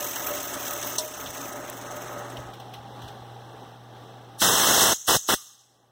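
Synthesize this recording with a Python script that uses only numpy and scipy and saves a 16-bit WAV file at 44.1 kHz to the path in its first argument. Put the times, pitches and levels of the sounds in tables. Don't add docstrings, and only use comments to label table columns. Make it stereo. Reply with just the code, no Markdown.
import sys
import numpy as np
from scipy import signal
from scipy.fft import rfft, irfft, next_fast_len
from scipy.io import wavfile
from scipy.ndimage import map_coordinates

SR = 44100
rng = np.random.default_rng(int(sys.argv[2]) if len(sys.argv) > 2 else 0)


def generate_wav(sig):
    pcm = np.round(np.clip(np.atleast_2d(sig).T, -1, 1) * 32767).astype(np.int16)
    wavfile.write(sys.argv[1], SR, pcm)


def convert_level_to_amplitude(level_db):
    exponent = np.asarray(level_db, float) / 20
    return 10 ** exponent


N = 260627

# time in seconds, level in dB.
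RATTLE_LEVEL = [
    (0, -39.5),
    (.6, -42),
    (.95, -40),
    (1.1, -46),
    (1.26, -45),
    (1.32, -47.5),
    (1.4, -44),
    (1.56, -50),
    (2.08, -50.5),
    (2.55, -61),
]
# frequency in Hz, density in dB per Hz.
SPINDLE_SPECTRUM = [(60, -6), (180, -11.5), (320, -8.5), (700, -6), (1500, -2.5), (2300, 5.5), (3000, -2),
                    (4500, -4.5), (7500, -1), (11000, -11.5), (13500, -24), (15700, -13)]
# centre in Hz, width in Hz, gain in dB.
CASTING_PEAKS = [(272, 45, 14.5), (358, 32, 12), (591.7, 43, 15), (694, 75, 5.5), (1267, 19, 12)]
# centre in Hz, width in Hz, gain in dB.
HEAD_PEAKS = [(2380, 660, 4), (6420, 650, 9.5), (8700, 250, -7.5)]
# frequency in Hz, density in dB per Hz.
BEARING_SPECTRUM = [(9000, -25), (11500, -15.5), (13700, -10), (14800, 2), (15800, -18)]
# time in seconds, peak in dB.
KNOCKS = [(0.0435, -19.5), (0.0824, -48), (0.161, -14), (0.2685, -16), (0.3112, -34), (0.3505, -20),
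          (0.372, -21), (0.4035, -19.5), (0.4434, -23.5), (0.5144, -23), (0.5395, -16), (0.6689, -17.5),
          (0.7103, -28), (0.829, -14), (0.9068, -29), (1.35, -24), (1.4393, -41), (1.4735, -43),
          (1.97, -34), (2.02, -33), (2.1286, -37)]

# opening in seconds, shutting in seconds.
BURSTS = [
    (4.416, 4.94),
    (5.078, 5.172),
    (5.287, 5.35),
]
# time in seconds, flow in dB, aim at the microphone in dB.
FLOW = [
    [(4.426, -17, -1.5), (4.54, -21.5, 0.5), (4.716, -19.5, -3.5), (4.766, -19.5, -6), (4.822, -17, -14),
     (4.932, -22.5, -0.5)],
    [(5.088, -18.5, -11), (5.165, -20, 4)],
    [(5.296, -22.5, -7), (5.343, -22, 5)],
]
# squeeze in seconds, whistle in dB, room echo re last flow in dB,
# jet in dB at a flow of -18 dB.
TRIGGER = [
    (0.031, -23, -17, -18),
    (0.019, -20, -21.5, -17.5),
    (.022, -35, -19, -15),
]
# frequency in Hz, density in dB per Hz.
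JET_SPECTRUM = [(30, -18.5), (80, -6), (200, -5.5), (500, -3.5), (1200, -4.5), (3000, -6), (5500, -15),
                (8000, -20), (10500, -34), (13300, -26), (14100, -30.5), (15700, -11.5)]
# frequency in Hz, density in dB per Hz.
HISS_SPECTRUM = [(60, -17.5), (200, -19.5), (700, -23.5), (2000, -10), (5000, -1), (8000, -4), (11000, -10),
                 (15700, -9.5)]
# frequency in Hz, density in dB per Hz.
WHISTLE_SPECTRUM = [(4500, -32), (5900, -13), (6500, 0), (7200, -9), (9000, -32)]
# frequency in Hz, density in dB per Hz.
WIND_SPECTRUM = [(20, -19), (80, 4), (250, 6), (600, -6.5), (1500, -47)]
# time in seconds, centre in Hz, width in Hz, level in dB, t60 in seconds.
GUN_RINGS = [
    (4.382, 9460, 696, -42.5, .2),
    (5.37, 1180, 60.3, -56.5, 0.76),
]

# time in seconds, peak in dB, centre in Hz, t60 in seconds.
TICKS = [(0.983, -13.5, 6100, 0.096), (1.2604, -27.5, 3620, 0.15), (1.6794, -34.5, 2800, 0.26),
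         (2.299, -40.5, 7440, 0.06), (2.369, -28, 3220, 0.054), (2.5356, -33, 2880, 0.082),
         (2.599, -32.5, 3300, 0.095), (2.737, -30.5, 3180, 0.13), (3.018, -37, 3370, 0.33),
         (3.0797, -34.5, 3660, 0.11), (3.3854, -57, 3390, 0.067)]
# frequency in Hz, level in dB, t60 in seconds.
LEVER_MODES = [
    (442, -36.5, 0.39),
    (620, -31, 0.6),
    (975, -36, 0.29),
]
# time in seconds, level in dB.
BUMPS = [
    (1.2, -37),
    (1.25, -33),
    (1.391, -39),
    (2.37, -30),
    (2.45, -39),
    (2.75, -34),
    (3.03, -28),
    (3.2, -35),
    (3.55, -42),
]
# frequency in Hz, density in dB per Hz.
BODY_SPECTRUM = [(20, -17), (50, 7), (90, 6), (170, 1), (300, -41), (600, -52)]
# time in seconds, level in dB.
SHOP_LEVEL = [(0, -52.5), (.97, -47), (1.03, -53), (1.5, -49), (2.2, -42), (3.5, -44), (3.65, -46),
              (4.39, -45.5), (4.43, -74), (5.4, -71), (5.91, -64)]
# frequency in Hz, density in dB per Hz.
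FAN_SPECTRUM = [(30, -11), (60, -3), (200, 3), (500, -0.5), (1100, -7.5), (2000, -10.5), (4000, -13.5),
                (7000, -25), (11000, -32.5), (15700, -31.5)]
# centre in Hz, width in Hz, gain in dB.
DUCT_PEAKS = [(799, 124, 11.5), (1158, 33, 7.5), (1550, 70, 0.5)]

# frequency in Hz, level in dB.
LEAK_MID = [(30, -20.5), (500, -8.5), (1200, -20.5), (2300, -13), (4600, -11.5), (6500, -8.5), (9000, -7.5),
            (13500, -5.5), (13700, -37)]
# frequency in Hz, level in dB.
LEAK_SIDE = [(300, -32), (1200, -10.5), (3500, -10.5), (9000, -4.5), (13500, -11.5), (13700, -10),
             (15800, -14)]
# frequency in Hz, gain in dB.
CLOSE_GAIN = [(2500, -9), (5000, -3), (8000, 0), (13500, 0), (13700, -20)]

START_PER_S, SLOWING_PER_S2 = 48, 14.5
STOP_S, STOPPING_S = 2.617, 0.2
CASTING_DB, CASTING_FOLLOWS = -36, 0.31
BEARING_DB, BEARING_FOLLOWS = -37, 1.45
KNOCK_T60_S = 0.043
JOLT_DB, JOLT_FOLLOWS, JOLT_RISE_S, JOLT_T60_S = -38, 1, 0.014, 0.17
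DUCK_DB, DUCK_S, DUCK_WIDTH_S = -7, 1.103, 0.067
CRACKLE_PER_S, CRACKLE_DB, CRACKLE_SPREAD_DB, CRACKLE_T60_S = 45, 4, 4, 0.008

RELEASE_S = 0.025
ECHO_T60_S, ECHO_DULL = 0.97, 0.39
WHISTLE_ECHO_DB, WHISTLE_T60_S = -5.5, 0.7
JET_FOLLOWS, WHISTLE_FOLLOWS = 0.8, 0.8
WHISTLE_LAG_DB, WHISTLE_BUILD_S = -9, 0.12

TICK_TREBLE_DB, TICK_SNAP, SNAP_T60_S = -9, 0.48, 0.02
BUMP_T60_S = 0.3
LAG_S = 19 / 44100
MONO_HZ, TOP_HZ = 13600, 15850


def unit(x):
    return x / np.sqrt(np.mean(x ** 2) + 1e-20)


def along(points, hz):
    f, v = np.transpose(points)
    return np.interp(np.log(hz + 1), np.log(f + 1), v)


def curves(rows):
    s, *cols = np.transpose(rows)
    return [np.interp(np.arange(N) / SR, s, c) for c in cols]


def wobble(knots_per_s):
    return map_coordinates(rng.standard_normal(int(N * knots_per_s / SR) + 4), [np.arange(N) * knots_per_s / SR])


def filtered(x, response):
    m = next_fast_len(N + SR // 2)
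    return irfft(rfft(x, m) * response(np.fft.rfftfreq(m, 1 / SR)), m)[..., :N]


def colour(spectrum, peaks=()):
    def response(hz):
        peaks_db = sum(db / (1 + (2 * (hz - c) / w) ** 2) for c, w, db in peaks)
        return convert_level_to_amplitude(along(spectrum, hz) + peaks_db)
    return response


def resonance(hz, width_hz):
    return lambda f: 1j * f * width_hz / (hz * hz - f * f + 1j * f * width_hz)


def ports(alike):
    a, b = rng.standard_normal((2, N))
    alike = np.clip(alike, 0, 1)
    return np.array([a, alike * a + np.sqrt(1 - alike ** 2) * b])


def decays(rows, rise_s):
    env, t = np.zeros(N + SR), np.arange(SR) / SR
    for s, db, t60 in rows:
        env[round(s * SR):][:SR] += convert_level_to_amplitude(db - 60 * t / t60) * (1 - np.exp(-t / rise_s))
    return env[:N]


def clutch_contacts():
    t = np.arange(N) / SR
    rate_per_s = np.maximum(START_PER_S - SLOWING_PER_S2 * t, 0)
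    turns = np.cumsum(rate_per_s) / SR + 0.046 * wobble(14)
    swell = np.sin(np.pi * (turns % 1) ** 0.7) ** 4
    pulse = 1 + 0.6 * convert_level_to_amplitude(3.5 * wobble(30)) * swell
    return pulse * convert_level_to_amplitude(1.0 * wobble(350))


def spindle():
    t = np.arange(N) / SR
    rattle_db, = curves(RATTLE_LEVEL)
    change_db = rattle_db + 40
    turning = np.clip((STOP_S - t) / STOPPING_S, 0, 1)
    pulse = clutch_contacts()
    head = colour(SPINDLE_SPECTRUM, HEAD_PEAKS)
    body = colour(SPINDLE_SPECTRUM, CASTING_PEAKS)
    upper = lambda hz: 1 / (1 + (1700 / (hz + 1)) ** 4)

    rattle = unit(filtered(unit(pulse) * ports(0.69), lambda hz: head(hz) * upper(hz)))
    bearing_pulse = unit(pulse * convert_level_to_amplitude(3.0 * wobble(25)))
    bearing = unit(filtered(bearing_pulse * ports(0.54), colour(BEARING_SPECTRUM)))

    sway = convert_level_to_amplitude(1.6 * wobble(10))
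    drone = unit(filtered(sway * ports(0.3), lambda hz: body(hz) * (1 - upper(hz))))
    duck_db = DUCK_DB * np.exp(-((t - DUCK_S) / DUCK_WIDTH_S) ** 2)
    jolt_rows = [(s, JOLT_DB + JOLT_FOLLOWS * (db + 17.5), JOLT_T60_S) for s, db in KNOCKS]
    jolts = decays(jolt_rows, rise_s=JOLT_RISE_S)
    drone_gain = convert_level_to_amplitude(CASTING_DB + CASTING_FOLLOWS * change_db + duck_db) + jolts
    casting = drone_gain * drone * convert_level_to_amplitude([[0], [-3]])

    knocks = decays([(s - 0.004, db, KNOCK_T60_S) for s, db in KNOCKS], rise_s=0.01)
    blows = unit(filtered(ports(0.48), head)) + convert_level_to_amplitude(-9.0) * bearing
    bearing_gain = convert_level_to_amplitude(BEARING_DB + BEARING_FOLLOWS * change_db)
    running = convert_level_to_amplitude(rattle_db + 7) * rattle + casting + bearing_gain * bearing
    return turning * running + convert_level_to_amplitude(2.5) * knocks * blows


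def crackle():
    rattle_db, = curves(RATTLE_LEVEL)
    draw = rng.random((round(CRACKLE_PER_S * STOP_S), 2))
    rows = []
    for s, u in draw * [STOP_S - 0.1, 1]:
        over_db = CRACKLE_DB - CRACKLE_SPREAD_DB * np.log(1 - u)
        rows.append((s, rattle_db[round(s * SR)] + over_db, CRACKLE_T60_S))
    treble = lambda hz: hz ** 2 / (hz ** 2 + 5000 ** 2)
    return convert_level_to_amplitude(0.5) * filtered(decays(rows, rise_s=0.0003) * ports(0.5), treble)


def valve(opening_s, closing_s):
    t = np.arange(N) / SR
    return sum(np.clip((t - a) / opening_s, 0, 1) * np.clip((b - t) / closing_s, 0, 1) for a, b in BURSTS)


def jet_and_wind():
    t = np.arange(N) / SR
    flow_db, aim_db = curves(np.vstack(FLOW))
    burst = np.searchsorted([b + 0.05 for a, b in BURSTS[:-1]], t)
    jet_db = np.array(TRIGGER)[burst, -1] + JET_FOLLOWS * (flow_db + 18)
    jet = unit(filtered(convert_level_to_amplitude(0.98 * wobble(160)) * ports(1.0), colour(JET_SPECTRUM)))
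    lumps = convert_level_to_amplitude(2.5 * wobble(40))
    gusts = unit(filtered(lumps * ports(0.5), colour(WIND_SPECTRUM))) * convert_level_to_amplitude([[-10], [0]])
    wind = gusts + [[0.3], [1.8]]
    return valve(0.002, 0.0079) * (convert_level_to_amplitude(jet_db) * jet + convert_level_to_amplitude(flow_db + aim_db) * wind)


def nozzle_gains():
    t, hiss, echo, whistle = np.arange(N) / SR, 0, 0, 0
    for rows, (squeeze_s, whistle_db, echo_db, _) in zip(FLOW, TRIGGER):
        flow_db, full_s, end_s = curves(rows)[0], rows[0][0], rows[-1][0]
        squeeze_db = -20 * (np.maximum(full_s - t, 0) / squeeze_s) ** 2
        edge_db = squeeze_db - 20 * np.maximum(t - end_s, 0) / RELEASE_S
        mean_db = flow_db[round(full_s * SR):round(end_s * SR)].mean()
        lag_db = WHISTLE_LAG_DB * np.exp(-np.maximum(t - full_s, 0) / WHISTLE_BUILD_S)
        tone_db = whistle_db + lag_db + WHISTLE_FOLLOWS * (flow_db - mean_db)
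        tone_end_db = tone_db[round(end_s * SR)] + WHISTLE_ECHO_DB
        hiss = hiss + convert_level_to_amplitude(flow_db + edge_db)
        echo = echo + decays([(end_s, flow_db[-1] + echo_db, ECHO_T60_S)], rise_s=0.011)
        whistle = whistle + convert_level_to_amplitude(tone_db + edge_db) + decays([(end_s, tone_end_db, WHISTLE_T60_S)], rise_s=0.01)
    return hiss, echo, whistle


def nozzle():
    t = np.arange(N) / SR
    hiss_gain, echo_gain, whistle_gain = nozzle_gains()
    hiss = unit(filtered(convert_level_to_amplitude(0.37 * wobble(90)) * ports(0.33), colour(HISS_SPECTRUM)))
    dull = filtered(hiss, lambda hz: 0.25 + 0.67 / (1 + (hz / 8000) ** 4))
    late = np.clip((t - 5.3) / 0.28, ECHO_DULL, 1)
    echo = (1 - late) * hiss + late * dull
    whistle = unit(filtered(convert_level_to_amplitude(2.0 * wobble(60)) * ports(0.6), colour(WHISTLE_SPECTRUM)))
    return hiss_gain * hiss + echo_gain * echo + whistle_gain * whistle


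def gun_rings():
    out = 0
    for s, hz, width_hz, db, t60 in GUN_RINGS:
        ring = unit(filtered(ports(0.79), resonance(hz, width_hz)))
        out = out + decays([(s, db, t60)], rise_s=0.004) * ring
    return out


def air_gun():
    return jet_and_wind() + nozzle() + gun_rings()


def ticks():
    out = np.zeros((2, N))
    for s, db, hz, t60 in TICKS:
        snap = TICK_SNAP * decays([(s, db, SNAP_T60_S)], rise_s=0.0005)
        puff = (decays([(s, db - 4.5, t60)], rise_s=0.0012) + snap) * ports(0.31)
        pitch = resonance(0.9 * hz, 0.9 * hz)
        out += filtered(puff, lambda f: 1.9 * pitch(f) ** 2 + convert_level_to_amplitude(TICK_TREBLE_DB) * f / (f + 4000))
    t = np.maximum(np.arange(N) / SR - TICKS[0][0], 0)
    lever = sum(convert_level_to_amplitude(db - 60 * t / t60) * np.sin(2 * np.pi * hz * t) for hz, db, t60 in LEVER_MODES)
    return out + lever


def handling():
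    bumps = decays([(s, db, BUMP_T60_S) for s, db in BUMPS], rise_s=0.011)
    return bumps * unit(filtered(ports(0.9), colour(BODY_SPECTRUM))) * convert_level_to_amplitude([[-6], [0]])


def fan():
    sway = convert_level_to_amplitude(0.9 * wobble(9))
    return convert_level_to_amplitude(curves(SHOP_LEVEL)[0]) * unit(filtered(sway * ports(0.66), colour(FAN_SPECTRUM, DUCT_PEAKS)))


def hum():
    phase = 2 * np.pi * 120 * np.arange(N) / SR + 0.3 * wobble(9.4)
    mid = convert_level_to_amplitude(-2.0 + 0.98 * wobble(8.6)) * np.sin(phase)
    side = convert_level_to_amplitude(-4 + 1.5 * wobble(14)) * np.sin(phase + 1.74)
    return convert_level_to_amplitude(curves(SHOP_LEVEL)[0]) * np.array([mid, side])


def diffuse(x, size=256):
    z = signal.stft(x, nperseg=size)[2]
    scatter = np.exp(2j * np.pi * rng.random(z.shape))
    return 1.69 * signal.istft(z * scatter, nperseg=size)[1][:, :N]


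def drop_weaker(pair, margin_db, rest_db, size=2048, count=12):
    z = signal.stft(pair, nperseg=size)[2]
    band = np.arange(z.shape[1]) // count
    power = np.add.reduceat(abs(z) ** 2, np.arange(0, len(band), count), axis=1)
    weak = (power < power[::-1] * convert_level_to_amplitude(2 * margin_db))[:, band]
    weak[:, :3 * count] = False
    return signal.istft(z * np.where(weak, convert_level_to_amplitude(rest_db), 1), nperseg=size)[1][:, :N]


def scene():
    preamp_hiss = convert_level_to_amplitude(-80) * ports(0)
    return spindle() + crackle() + air_gun() + ticks() + handling() + fan() + preamp_hiss


def band_limit(x):
    return signal.sosfilt(signal.butter(12, 17030, fs=SR, output="sos"), x)


def record(dry):
    below = lambda hz, edge_hz: 0.5 - 0.5 * np.tanh((hz - edge_hz) / 40)
    cut = lambda hz: -hz ** 2 / (42 ** 2 - hz ** 2 + 1j * hz * 45) * below(hz, TOP_HZ)

    def widener(hz):
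        centre = convert_level_to_amplitude(-9.5) / (1 + (hz / 700) ** 2)
        comb = np.array([1j * (np.sin(np.pi * hz * LAG_S) + centre), np.cos(np.pi * hz * LAG_S)])
        wide = below(hz, MONO_HZ)
        return (comb * wide + (1 - wide) * np.array([[1], [0]])) * cut(hz)

    leak_gain = lambda hz: convert_level_to_amplitude([along(LEAK_MID, hz), along(LEAK_SIDE, hz)]) * cut(hz)
    far = filtered(diffuse(dry), leak_gain)
    near = filtered(far, lambda hz: convert_level_to_amplitude(along(CLOSE_GAIN, hz)))
    blowing = np.interp(np.arange(N) / SR, [4.41, 4.44, 5.5, 5.7], [0, 1, 1, 0])
    leak = (1 - blowing) * far + blowing * near
    pair = filtered(dry, widener) + leak + hum()
    mid, side = drop_weaker(pair, margin_db=-10.5, rest_db=-30)
    both = np.array([mid + side, mid - side])
    both = both / (1 + abs(both / 0.95) ** 6) ** (1 / 6)
    return band_limit(both)


dry = scene()
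out = record(dry)
generate_wav(out)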